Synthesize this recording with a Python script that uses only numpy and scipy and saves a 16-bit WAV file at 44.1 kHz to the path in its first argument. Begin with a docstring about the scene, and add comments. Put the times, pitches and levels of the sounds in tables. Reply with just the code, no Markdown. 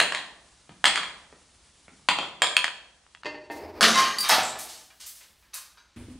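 """Bottles down a stairwell

Place: granite steps in a hard, echoing stairwell. Microphone: a phone above the bottles, in stereo.
A small full bottle knocks from step to step unbroken: short clacks, damped wall modes and thuds.
A big one is set down, rolls off the edge and bursts: ringing modes, showers of clicks, filtered spatter.
A third bottle starts to roll: uneven low noise with dull bumps. Shaped noise gives the echo and the air.
"""
import sys
import numpy as np
from scipy import signal
from scipy.fft import rfft, irfft
from scipy.io import wavfile
from scipy.ndimage import uniform_filter1d, minimum_filter1d

SR = 44100
rng = np.random.default_rng(int(sys.argv[2]) if len(sys.argv) > 2 else 0)


def dump(signal):
    """Clip the signal to [-1, 1] and save it as 16-bit WAV at the path in sys.argv[1]."""
    limited = np.clip(np.atleast_2d(signal).T, -1, 1)
    pcm = np.round(limited * 32767).astype(np.int16)
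    wavfile.write(sys.argv[1], SR, pcm)


N = 272979
TIME = np.arange(N) / SR  # the whole take, s
HIT_TIME = np.arange(SR * 3 // 5) / SR  # one hit, s

# All event and mode levels are relative; scene() sets the balance between the sources. # background air, which
# shifts abruptly at these times: [from t/s, level/dB, side level/dB, high edge f/Hz]
PLACES = [(0, -59.5, -71, 14000), (2.3, -63, -71, 10000), (3.22, -63.5, -100, 6000),
          (5.96, -61.5, -65.5, 16000)]
# colour of the air in the middle, and at the sides: [f/Hz, level/dB]
AIR_COLOUR = [(25, -11.5), (60, 9), (100, -2.5), (200, -5.5), (500, -11), (1000, -9), (2000, -11.5),
              (4000, -10), (8000, -11.5), (10000, -11.5), (11500, -41.5), (16000, -50.5)]
AIR_SIDE_COLOUR = [(100, -23), (450, 3), (1000, -3), (1800, -10), (3000, -2), (6000, -2.5), (10000, -6.5),
                   (12000, -29)]
# how long the stairwell echoes: [f/Hz, t60/s]
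STAIRWELL_T60 = [(150, 1.0), (400, 0.89), (1000, 0.63), (2800, 0.53), (7000, 0.48), (14000, 0.39)]
# single early reflections from the walls: [delay t/s, level/dB]
WALL_ECHOES = [(.0072, -15.5), (0.012, -15.5), (0.0239, -13.5)]
# colour of the small bottle's echo at the sides: [f/Hz, side level/dB]
ECHO_WIDTH = [(100, -25.5), (300, -19), (900, -13), (1800, -22.5), (2600, -6), (4500, -4), (7500, -10),
              (12000, -9.5)]
# the echo weakens as the phone catches up with the small bottle: [t/s, echo level/dB]
KNOCK_ECHO = [(0, -2), (2.42, -2.5), (2.57, -8), (3.23, -14)]

# the spilled drink foams: [start t/s, level/dB, attack t/s, hold t/s, fade/(dB per s)]
FOAM_FADE = (4.6, -67.5, 0.1, 0.7, 35)
# colour of the foam: [f/Hz, level/dB]
FOAM_COLOUR = [(1000, -20), (4000, -6), (10000, 1), (15500, -2)]
# a palm slides off the glass: [start t/s, level/dB, attack t/s, hold t/s, fade/(dB per s)]
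HAND_FADE = (3.5, -48.5, 0.02, 0.01, 136)
# colour of skin on glass: [f/Hz, level/dB]
HAND_COLOUR = [(300, -25), (2000, -4), (5000, 1.5), (9000, -4.5), (15000, -7)]
# the big and the third bottle roll: [start t/s, level/dB, attack t/s, hold t/s, fade/(dB per s)]
BIG_ROLL_FADE = (3.5, -43, 0.045, 0.33, 72)
THIRD_ROLL_FADE = (5.96, -42.5, 0.004, -0.1, 23)
# colour of each roll: [f/Hz, level/dB]
BIG_ROLL_COLOUR = [(40, -14.5), (85, 6), (150, -14.5), (340, 7.5), (900, -1.5), (1400, -14.5),
                   (2100, -10.5), (3400, -25), (5000, -18), (7000, -38), (16000, -32.5)]
THIRD_ROLL_COLOUR = [(30, -11), (75, -2), (120, -2), (175, -44), (225, -4), (255, 5), (290, -10),
                     (360, -14), (700, -24.5), (3000, -26.5), (6500, -44.5), (9500, -31), (12500, -49)]
# the third bottle bumps on its seam as it rolls: [t/s, level/dB]
ROLL_BUMPS = [(5.969, -27), (6.009, -27), (6.085, -21), (6.156, -23)]
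# modes of one bump: [f/Hz, level/dB, t60/s]
BUMP_MODES = [(74.5, 1, 0.091), (115, -3, .08), (240.5, 3, 0.13), (285, 0.5, 0.091)]

# the freed drink slaps down over trapped air, modes: [f/Hz, level/dB, t60/s]
AIR_POCKET = [(190, -4.5, .16), (223.6, -6, 0.4)]
# the drink lands, as a mass (low) or as fine drops (high): [t/s, level/dB, decay t/s, pitch f/Hz]
SPLASHES = [(3.819, -7.5, 0.082, 378), (4.183, -20, 0.013, 10000), (4.203, -16, 0.012, 10100),
            (4.285, -6, 0.027, 9000), (4.305, -8.5, 0.043, 822), (4.582, -16.5, 0.044, 7400),
            (4.68, -21.5, 0.082, 5400), (4.996, -23.5, 0.055, 5000), (5.06, -21, 0.033, 9200),
            (5.145, -30, 0.053, 7400), (5.205, -34, 0.03, 2600), (5.538, -17, 0.025, 7600)]
# showers of splinters: [t/s, level/dB, decay t/s]
SHOWERS = [(3.822, 6.5, 0.034), (3.872, -0.5, 0.05), (3.96, 1.5, 0.086), (4.219, -4, 0.15),
           (4.289, 2, 0.044), (4.39, -9.5, 0.035), (4.9, -36, 0.018), (5.42, -43, 0.04),
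           (5.527, -23.5, 0.06), (5.768, -34, 0.031)]
# colour of breaking glass: [f/Hz, level/dB]
BREAKING_COLOUR = [(60, -11), (300, -1.5), (800, 5), (1700, 2), (2600, -1.5), (3600, 0), (6000, 0),
                   (7000, -9), (10000, -6), (12500, -9), (16000, -6)]
# the big bottle cracks, and its remains hit the next step: [t/s, level/dB]
CRACKS = [(3.809, 4.5), (3.957, -7), (4.299, 0.5), (4.326, -2.5)]

# the big bottle is set down and tips over its seam: [t/s, level/dB, high edge f/Hz]
BIG_BLOWS = [(3.247, -27, 6000), (3.257, -17, 5500), (3.344, -28, 3000), (3.500, -20.5, 2100),
             (3.562, -28, 1000)]
# landings of the body, neck and base pieces, and late light blows on the body piece again: [t/s, level/dB]
BODY_BLOWS = [(3.945, -7.5), (3.957, -5), (3.995, -7)]
NECK_BLOWS = [(4.185, -11), (4.206, -11), (4.232, -22.5)]
BASE_BLOWS = [(4.294, -6), (4.322, -2.5), (4.383, -9), (4.557, -24.5)]
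LATE_BODY_BLOWS = [(5.535, -30), (5.781, -45)]
# modes of the ringing glass, whole and in pieces: [f/Hz, level/dB, t60/s]
BIG_BOTTLE = [(293.6, -5.5, 0.25), (350, -4, 0.079), (471, -6, .1), (605.7, -1.5, 0.16), (810, -4, 0.051),
              (927, -1.5, .1), (1110, -13.5, 0.073), (1833, -1.5, 0.055), (2060, -5, .25),
              (2492, -9.5, 0.076), (2585, -9, .08), (2736, -5, .1), (4550, -3.5, .15)]
BODY_PIECE = [(1071.4, 3, 0.19), (1058, 5.5, 0.37), (1176, -3, 0.33), (2056, -11.5, 0.35), (2094, 0, 0.13),
              (2650, -14, 0.27), (3867, 1.5, 0.12), (4651, -6, 0.33), (4800, -15, .3), (5640, -11.5, 0.27),
              (5580, -10, 0.43), (6360, -9, 0.86)]
NECK_PIECE = [(4670, 3, 0.05), (5000, -15, 0.11), (9480, -5.5, 0.085), (9964, -8.5, 0.13)]
BASE_PIECE = [(649, -4.5, 0.073), (710, -9, 0.13), (744, -2.5, 0.074), (776, 1, 0.25), (886, 1.5, 0.056),
              (1376, -18, 0.13), (1737, -5, 0.19), (1940, -4.5, .12), (3870, -10, .25), (4700, -11.5, .25)]
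BODY_PIECE_LATE = [(3920, 0, 0.35), (4377, -7, 0.28), (4740, -5, 0.4), (5997, -2, 0.3), (6406, -5, 0.45)]
SLIVER = [(7150, -2.5, .05), (7240, 1, 0.067), (8000, -6, 0.035), (7800, 1, .05), (8050, -5, 0.056),
          (8150, -1, .04)]

# the small bottle hits stone: [t/s, level/dB, pitch of the struck spot f/Hz, glass ring level/dB]
KNOCKS = [(0.0012, -1.5, 1750, -1.5), (0.003, -6, 4000, -6), (0.013, -14, 950, -6), (0.1225, -14, 1600, -5),
          (0.148, -12.5, 2130, -2), (0.19, -24.5, 2070, -8), (0.693, -33, 380, -4), (0.842, -4.5, 1644, 3),
          (0.854, -4.5, 2000, -1), (0.857, -2.5, 3200, 1), (0.866, -12, 3300, 0), (0.872, -16.5, 720, -5.5),
          (0.958, -11.5, 1930, 1.5), (0.976, -12, 1750, -1), (1.032, -18, 1900, 4), (1.326, -37, 470, -5),
          (1.881, -32.5, 480, -10), (1.995, -47, 260, -10), (2.0871, -4, 1080, 1), (2.0893, -7.5, 1700, 8),
          (2.187, -13, 1080, 5.5), (2.229, -20.5, 950, 6), (2.4199, -2, 1900, 4), (2.471, -16.5, 3750, 2),
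          (2.5671, -1.5, 2540, 5), (2.579, -14.5, 2700, 1.5), (2.643, -8.5, 1900, -0.5),
          (2.680, -17, 1680, 0), (3.065, -45.5, 1300, 0.5), (3.149, -31, 2005, -1), (3.234, -29, 1600, -7)]
# the dead clack of full glass on stone: [f/Hz, level/dB]
CLACK_COLOUR = [(40, -33.5), (120, -16.5), (250, -0.5), (420, -3.5), (900, -2), (1800, -1.5), (2700, 0),
                (3900, -5.5), (4500, -4), (5600, -16.5), (7400, -8.5), (9500, -9), (11200, -29),
                (16000, -37)]
# modes of the small bottle's wall: [f/Hz, level/dB, t60/s]
SMALL_BOTTLE = [(984, -11.5, 0.17), (1724, -13.5, 0.012), (2310, -10.5, 0.016), (2960, -13, .025),
                (3266, -2.5, 0.03), (3387, -6.5, 0.18), (4270, -12.5, 0.048), (7350, -11, .015),
                (9050, -9.5, .012)]

# a splash rises for a share of its decay time; its band spans this ratio either side of the pitch
SPLASH_RISE_SHARE, DROP_SIZE_RATIO = 0.21, 1.52
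# a shower rises for a share of its decay time; a louder one reaches higher
SHOWER_RISE_SHARE, SHOWER_LOW_HZ, SHOWER_TOP_HZ, SHOWER_DB_PER_OCTAVE = 0.2, 1015, 7600, 33
CRACK_LOW_HZ, CRACK_TOP_HZ = 660, 7600
SHOULDER_LAG_S, SHOULDER_DB = 0.008, -1  # the big bottle's base touches first, then its shoulder
BODY_TOP_HZ, NECK_TOP_HZ, BASE_TOP_HZ, LATE_BODY_TOP_HZ, SLIVER_TOP_HZ = 9500, 11000, 4800, 9000, 12000
# a sliver skitters to rest, each hop shorter and weaker
SLIVER_S, SLIVER_DB, HOP_S, HOP_RATIO, HOP_LOSS_DB = 4.432, -21.5, 0.018, 0.9, 1.1
# a knock's band follows the struck spot, and harder blows reach higher
MID_SPOT_HZ, KNOCK_LOW_HZ, KNOCK_TOP_HZ = 1900, 819, 7900
LOW_PER_PITCH, TOP_PER_PITCH = 1.23, 0.56  # octaves per octave of pitch
KNOCK_DB_PER_OCTAVE = 35  # dB of blow per octave of reach
THUD_HZ, THUD_DB, THUD_RISE_S, THUD_DECAY_S = 182, -31.5, 0.0025, 0.0047
TOP_HZ = 15700  # the finished sound is cut above this


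def amp(db):
    """Decibels to gain."""
    return 10 ** (np.asarray(db) / 20)


def unit(x):
    """Scale to unit energy."""
    return x / np.sqrt(np.sum(x ** 2) + 1e-18)


def add(track, s, x):
    """Mix x into the track from time s on."""
    start = max(int(s * SR), 0)
    track[start:start + len(x)] += x[:N - start]


def on_log_hz(hz, points):
    """Read (f/Hz, value) points along a log-frequency axis."""
    f, value = np.transpose(points)
    return np.interp(np.log(hz + 1), np.log(f), value)


def colour(x, points, size=4096):
    """Causal (minimum-phase) filter with the given (f/Hz, level/dB) shape."""
    hz = np.arange(size // 2 + 1) * SR / size
    cepstrum = irfft(np.log(amp(on_log_hz(hz, points))))
    # folding the cepstrum onto positive time makes the filter causal
    cepstrum[1:size // 2] *= 2
    cepstrum[size // 2 + 1:] = 0
    response = irfft(np.exp(rfft(cepstrum)))
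    return signal.fftconvolve(x, response)[:len(x)]


def edge(x, hz, kind):
    """Two-pole low-pass or high-pass."""
    b, a = signal.butter(2, min(hz, SR / 2 - 1000), kind, fs=SR)
    return signal.lfilter(b, a, x)


def band(x, low_hz, high_hz):
    """Keep what lies between two soft edges."""
    return edge(edge(x, low_hz, "high"), high_hz, "low")


def swell(rise, decay):
    """Envelope that builds up and dies away; both times in s."""
    return np.minimum(HIT_TIME / rise, 1) * np.exp(-np.maximum(HIT_TIME - rise, 0) / decay)


def fade(start, db, attack, hold, db_per_s):
    """Gain that rises, holds and then falls steadily; a negative hold starts the fall early."""
    age = TIME - start
    fall_db = db_per_s * np.maximum(age - attack - hold, 0)
    return np.clip(age / attack, 0, 1) * amp(db - fall_db)


def murmur(shape, gain, flutter_db, flutter_rate=40):
    """Coloured noise under a gain envelope, made uneven by random bumps, flutter_rate per second."""
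    uneven = np.interp(TIME * flutter_rate, np.arange(N), rng.standard_normal(N))
    x = colour(rng.standard_normal(N) * amp(flutter_db * uneven), shape)
    return x / np.std(x) * gain


def specks(rate, spread_db):
    """Random clicks of very unequal size, rate per second on average."""
    chance, sign = rng.random((2, len(HIT_TIME)))
    size = amp(spread_db * np.minimum(rng.exponential(size=len(HIT_TIME)), 4))
    return (chance < rate / SR) * np.sign(sign - .5) * size


def ring(modes, detune=0.0051):
    """Decaying modes; each blow shifts their pitches slightly and flips their signs at random."""
    out = 0
    for (hz, db, t60), (shift, sign) in zip(modes, rng.standard_normal((len(modes), 2))):
        tone = np.sin(2 * np.pi * hz * (1 + detune * shift) * HIT_TIME)
        wave = tone * np.exp(-np.log(1000) * HIT_TIME / t60)
        out = out + np.sign(sign) * amp(db) * unit(wave)
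    return unit(out)


def contact(crush_s, grit):
    """One sharp push, then a moment of grit crushed under the glass."""
    push = grit * unit(rng.standard_normal(len(HIT_TIME)) * np.exp(-HIT_TIME / crush_s))
    push[0] += 1
    return push


def strike(modes, high_hz, tick_db=-9):
    """One blow on glass: a gritty tick and the ring of its modes."""
    tick = unit(band(contact(crush_s=0.0056, grit=2.3), modes[0][0], modes[-1][0]))
    return unit(edge(ring(modes, detune=0.0089) + amp(tick_db) * tick, high_hz, "low"))


def air():
    """Faint coloured noise of the stairwell, nearly steady between its abrupt changes. Returns mid and side."""
    mid, side = np.zeros((2, N))
    for s, db, side_db, high_hz in PLACES:
        here = TIME >= s
        here_mid = edge(murmur(AIR_COLOUR, amp(db), flutter_db=1.0), high_hz, "low")
        here_side = murmur(AIR_SIDE_COLOUR, amp(side_db), flutter_db=1.0)
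        mid = np.where(here, here_mid, mid)
        side = np.where(here, here_side, side)
    return mid, side


def stairwell(early_db=1, early_s=0.022, build_s=0.0065, size=49152):
    """Echo of bare walls: an early cluster from the flight, then a tail in which the lows stay longest."""
    t = np.arange(size) / SR
    hz = np.fft.rfftfreq(size, 1 / SR)
    spectrum = rfft(rng.standard_normal(size))
    centres, t60s = np.transpose(STAIRWELL_T60)
    tail = 0
    # each row of the identity picks one band, which crossfades into its neighbours
    for t60, share in zip(t60s, np.eye(len(centres))):
        noise = irfft(spectrum * on_log_hz(hz, np.c_[centres, share]))
        tail = tail + noise * np.exp(-np.log(1000) * t / t60)
    early = 1 + amp(early_db) * np.exp(-t / early_s)
    build = 1 - np.exp(-t / build_s)
    return unit(tail * early * build)


def foam():
    """The spilled drink foams: a faint, uneven high hiss."""
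    return murmur(FOAM_COLOUR, fade(*FOAM_FADE), flutter_db=2.5)


def hand_slide():
    """Skin rubs on glass as the palm lets go: a brief uneven hiss."""
    return murmur(HAND_COLOUR, fade(*HAND_FADE), flutter_db=4.0)


def big_roll():
    """The big bottle rolls over stone: low, strongly uneven noise."""
    return murmur(BIG_ROLL_COLOUR, fade(*BIG_ROLL_FADE), flutter_db=4.5)


def third_roll():
    """The third bottle starts to roll: low, slightly uneven noise."""
    return murmur(THIRD_ROLL_COLOUR, fade(*THIRD_ROLL_FADE), flutter_db=2.0)


def roll_bumps():
    """Dull knocks of a full, rolling bottle: low modes that soon die away."""
    out = np.zeros(N)
    for s, db in ROLL_BUMPS:
        add(out, s, amp(db) * ring(BUMP_MODES, detune=0.022))
    return out


def whump(s=3.818, db=-12, rise_s=0.01):
    """Air caught under the collapsing drink gives a short hollow note."""
    out = np.zeros(N)
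    add(out, s, amp(db) * ring(AIR_POCKET) * np.minimum(HIT_TIME / rise_s, 1))
    return out


def splashes():
    """The drink slaps the stone and rains on the steps: random clicks and noise banded round a pitch."""
    out = np.zeros(N)
    for s, db, decay, pitch_hz in SPLASHES:
        shape = swell(SPLASH_RISE_SHARE * decay, decay)
        low_hz, high_hz = pitch_hz / DROP_SIZE_RATIO, pitch_hz * DROP_SIZE_RATIO
        drops = shape * specks(rate=4000, spread_db=3.5)
        film = shape * rng.standard_normal(len(HIT_TIME))  # the sheet of liquid spreading out
        splash = unit(band(drops, low_hz, high_hz)) + amp(-7) * unit(band(film, low_hz / 4, high_hz))
        add(out, s, amp(db) * unit(edge(splash, 120, "high")))
    return out


def splinters(count=40, t60=0.039, tinkle_db=-1.5):
    """Dense ticks of breaking glass; random clicks also ring each splinter at its own pitch."""
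    out = np.zeros(N)
    for s, db, decay in SHOWERS:
        shape = swell(SHOWER_RISE_SHARE * decay, decay)
        pitches_hz = 900 * 16 ** (rng.random(count) ** .7)  # 900 to 14400 Hz, more of them high
        tinkle = 0
        for hz, life in zip(pitches_hz, rng.uniform(.4, 1.6, count)):
            # a two-pole resonator, whose pole radius sets the decay
            radius = np.exp(-np.log(1000) / (t60 * life * SR))
            angle = 2 * np.pi * hz / SR
            poles = [1, -2 * radius * np.cos(angle), radius ** 2]
            bounces = shape * specks(rate=140, spread_db=3)
            tinkle = tinkle + signal.lfilter([np.sin(angle)], poles, bounces)
        ticks = shape * specks(rate=2000, spread_db=4.5)
        glass = colour(unit(ticks) + amp(tinkle_db) * unit(tinkle), BREAKING_COLOUR)
        high_hz = SHOWER_TOP_HZ * 2 ** (db / SHOWER_DB_PER_OCTAVE)
        add(out, s, amp(db) * unit(band(glass, SHOWER_LOW_HZ, high_hz)))
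    return out


def cracks():
    """Fractures run through the glass in a millisecond or two: a click and a burst of noise."""
    out = np.zeros(N)
    for s, db in CRACKS:
        snap = colour(contact(crush_s=0.0012, grit=2.5), BREAKING_COLOUR)
        add(out, s, amp(db) * unit(band(snap, CRACK_LOW_HZ, CRACK_TOP_HZ)))
    return out


def sliver_hops(count=6):
    """Times and levels of a sliver bouncing to rest."""
    hop = np.arange(count)
    gaps = HOP_S * HOP_RATIO ** hop
    return zip(SLIVER_S + np.cumsum(gaps) - gaps, SLIVER_DB - HOP_LOSS_DB * hop)


def ringing_glass():
    """The big bottle, and later its pieces, ring in their own modes at every blow."""
    out = np.zeros(N)
    for s, db, high_hz in BIG_BLOWS:
        add(out, s, amp(db) * strike(BIG_BOTTLE, high_hz))
        add(out, s + SHOULDER_LAG_S, amp(db + SHOULDER_DB) * strike(BIG_BOTTLE, high_hz))
    pieces = (
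        (BODY_PIECE, BODY_BLOWS, BODY_TOP_HZ),
        (NECK_PIECE, NECK_BLOWS, NECK_TOP_HZ),
        (BASE_PIECE, BASE_BLOWS, BASE_TOP_HZ),
        (BODY_PIECE_LATE, LATE_BODY_BLOWS, LATE_BODY_TOP_HZ),
        (SLIVER, sliver_hops(), SLIVER_TOP_HZ),
    )
    for modes, blows, high_hz in pieces:
        for s, db in blows:
            add(out, s, amp(db) * strike(modes, high_hz))
    return edge(out, 90, "high")  # the ringing glass carries nothing below about 90 Hz


def small_bottle(clack_s=0.00036, spread_db=-7, tick_db=-20, wall_db=-5.5):
    """Each hit clacks, thuds and rings the drink-damped wall. Returns direct sound, room feed and echo."""
    direct, feed, echo = np.zeros((3, N))
    for s, db, pitch_hz, ring_db in KNOCKS:
        spot = pitch_hz / MID_SPOT_HZ
        low_hz = KNOCK_LOW_HZ * spot ** LOW_PER_PITCH
        high_hz = KNOCK_TOP_HZ * spot ** TOP_PER_PITCH * 2 ** (db / KNOCK_DB_PER_OCTAVE)
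        push = contact(crush_s=0.0021, grit=2.17)
        crack = unit(band(colour(push, CLACK_COLOUR), low_hz, high_hz))
        wall = amp(ring_db + wall_db) * band(ring(SMALL_BOTTLE, detune=.012), low_hz / 2, high_hz)
        # the struck spot swings for a few cycles at most, at its own pitch
        swing = HIT_TIME * np.exp(-HIT_TIME / clack_s) * np.sin(2 * np.pi * pitch_hz * HIT_TIME)
        clack = band(unit(swing), low_hz, high_hz)
        # the drink inside thuds too, more at low-pitched spots such as the heavy base
        slosh = np.sin(2 * np.pi * THUD_HZ * HIT_TIME) * swell(THUD_RISE_S, THUD_DECAY_S)
        thud = amp(THUD_DB) / spot ** 2 * unit(slosh)
        # only hard blows are sharp enough to reach the highest treble
        tick = amp(2 * db + tick_db) * unit(edge(push, 9000, "high"))
        add(direct, s, amp(db - 4.5) * (crack + wall + thud + clack + tick))
        # the room hears all sides of the bottle, so the struck spot stands out less there
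        echo_db = np.interp(s, *np.transpose(KNOCK_ECHO))
        spread = amp(db + echo_db) * (crack + wall + thud + amp(spread_db) * (clack + tick))
        add(feed, s, spread)
        # every hit is at a new place, with its own pattern of echoes
        add(echo, s, signal.fftconvolve(spread, stairwell()))
    return direct, feed, echo


def scene():
    """The big bottle breaks straight ahead; the small one, down at the bend, echoes from the sides too."""
    air_mid, air_side = air()
    wet = splashes() + whump()
    shower, fracture, glass = splinters(), cracks(), ringing_glass()
    knocks, knock_feed, knock_echo = small_bottle()

    direct = amp(8.0) * roll_bumps() + amp(10.5) * wet + amp(10) * shower
    direct += amp(2.5) * fracture + amp(13) * glass + amp(14.5) * knocks
    feed = amp(10) * wet + amp(6) * shower + amp(10) * fracture + amp(11) * glass

    mid = direct + amp(12) * knock_echo + signal.fftconvolve(feed, stairwell())[:N]
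    for delay, db in WALL_ECHOES:
        add(mid, delay, amp(db) * direct)
    mid += air_mid + foam() + hand_slide() + big_roll() + third_roll()

    wide_echo = signal.fftconvolve(knock_feed, stairwell(early_db=-14, build_s=.015))[:N]
    side = amp(12) * colour(wide_echo, ECHO_WIDTH) + air_side
    return np.array([mid + side, mid - side])


def record(dry, ceiling=0.87):
    """The phone's limiter turns the loudest peaks down for a few milliseconds; the top is cut."""
    allowed = ceiling / np.maximum(np.abs(dry).max(axis=0), ceiling)
    gain = uniform_filter1d(minimum_filter1d(allowed, size=131), size=131)  # 131 samples: 3 ms
    lowpass = signal.ellip(10, .2, 80, TOP_HZ, fs=SR, output="sos")
    return signal.sosfilt(lowpass, dry * gain)


dry = scene()
out = record(dry)
dump(out)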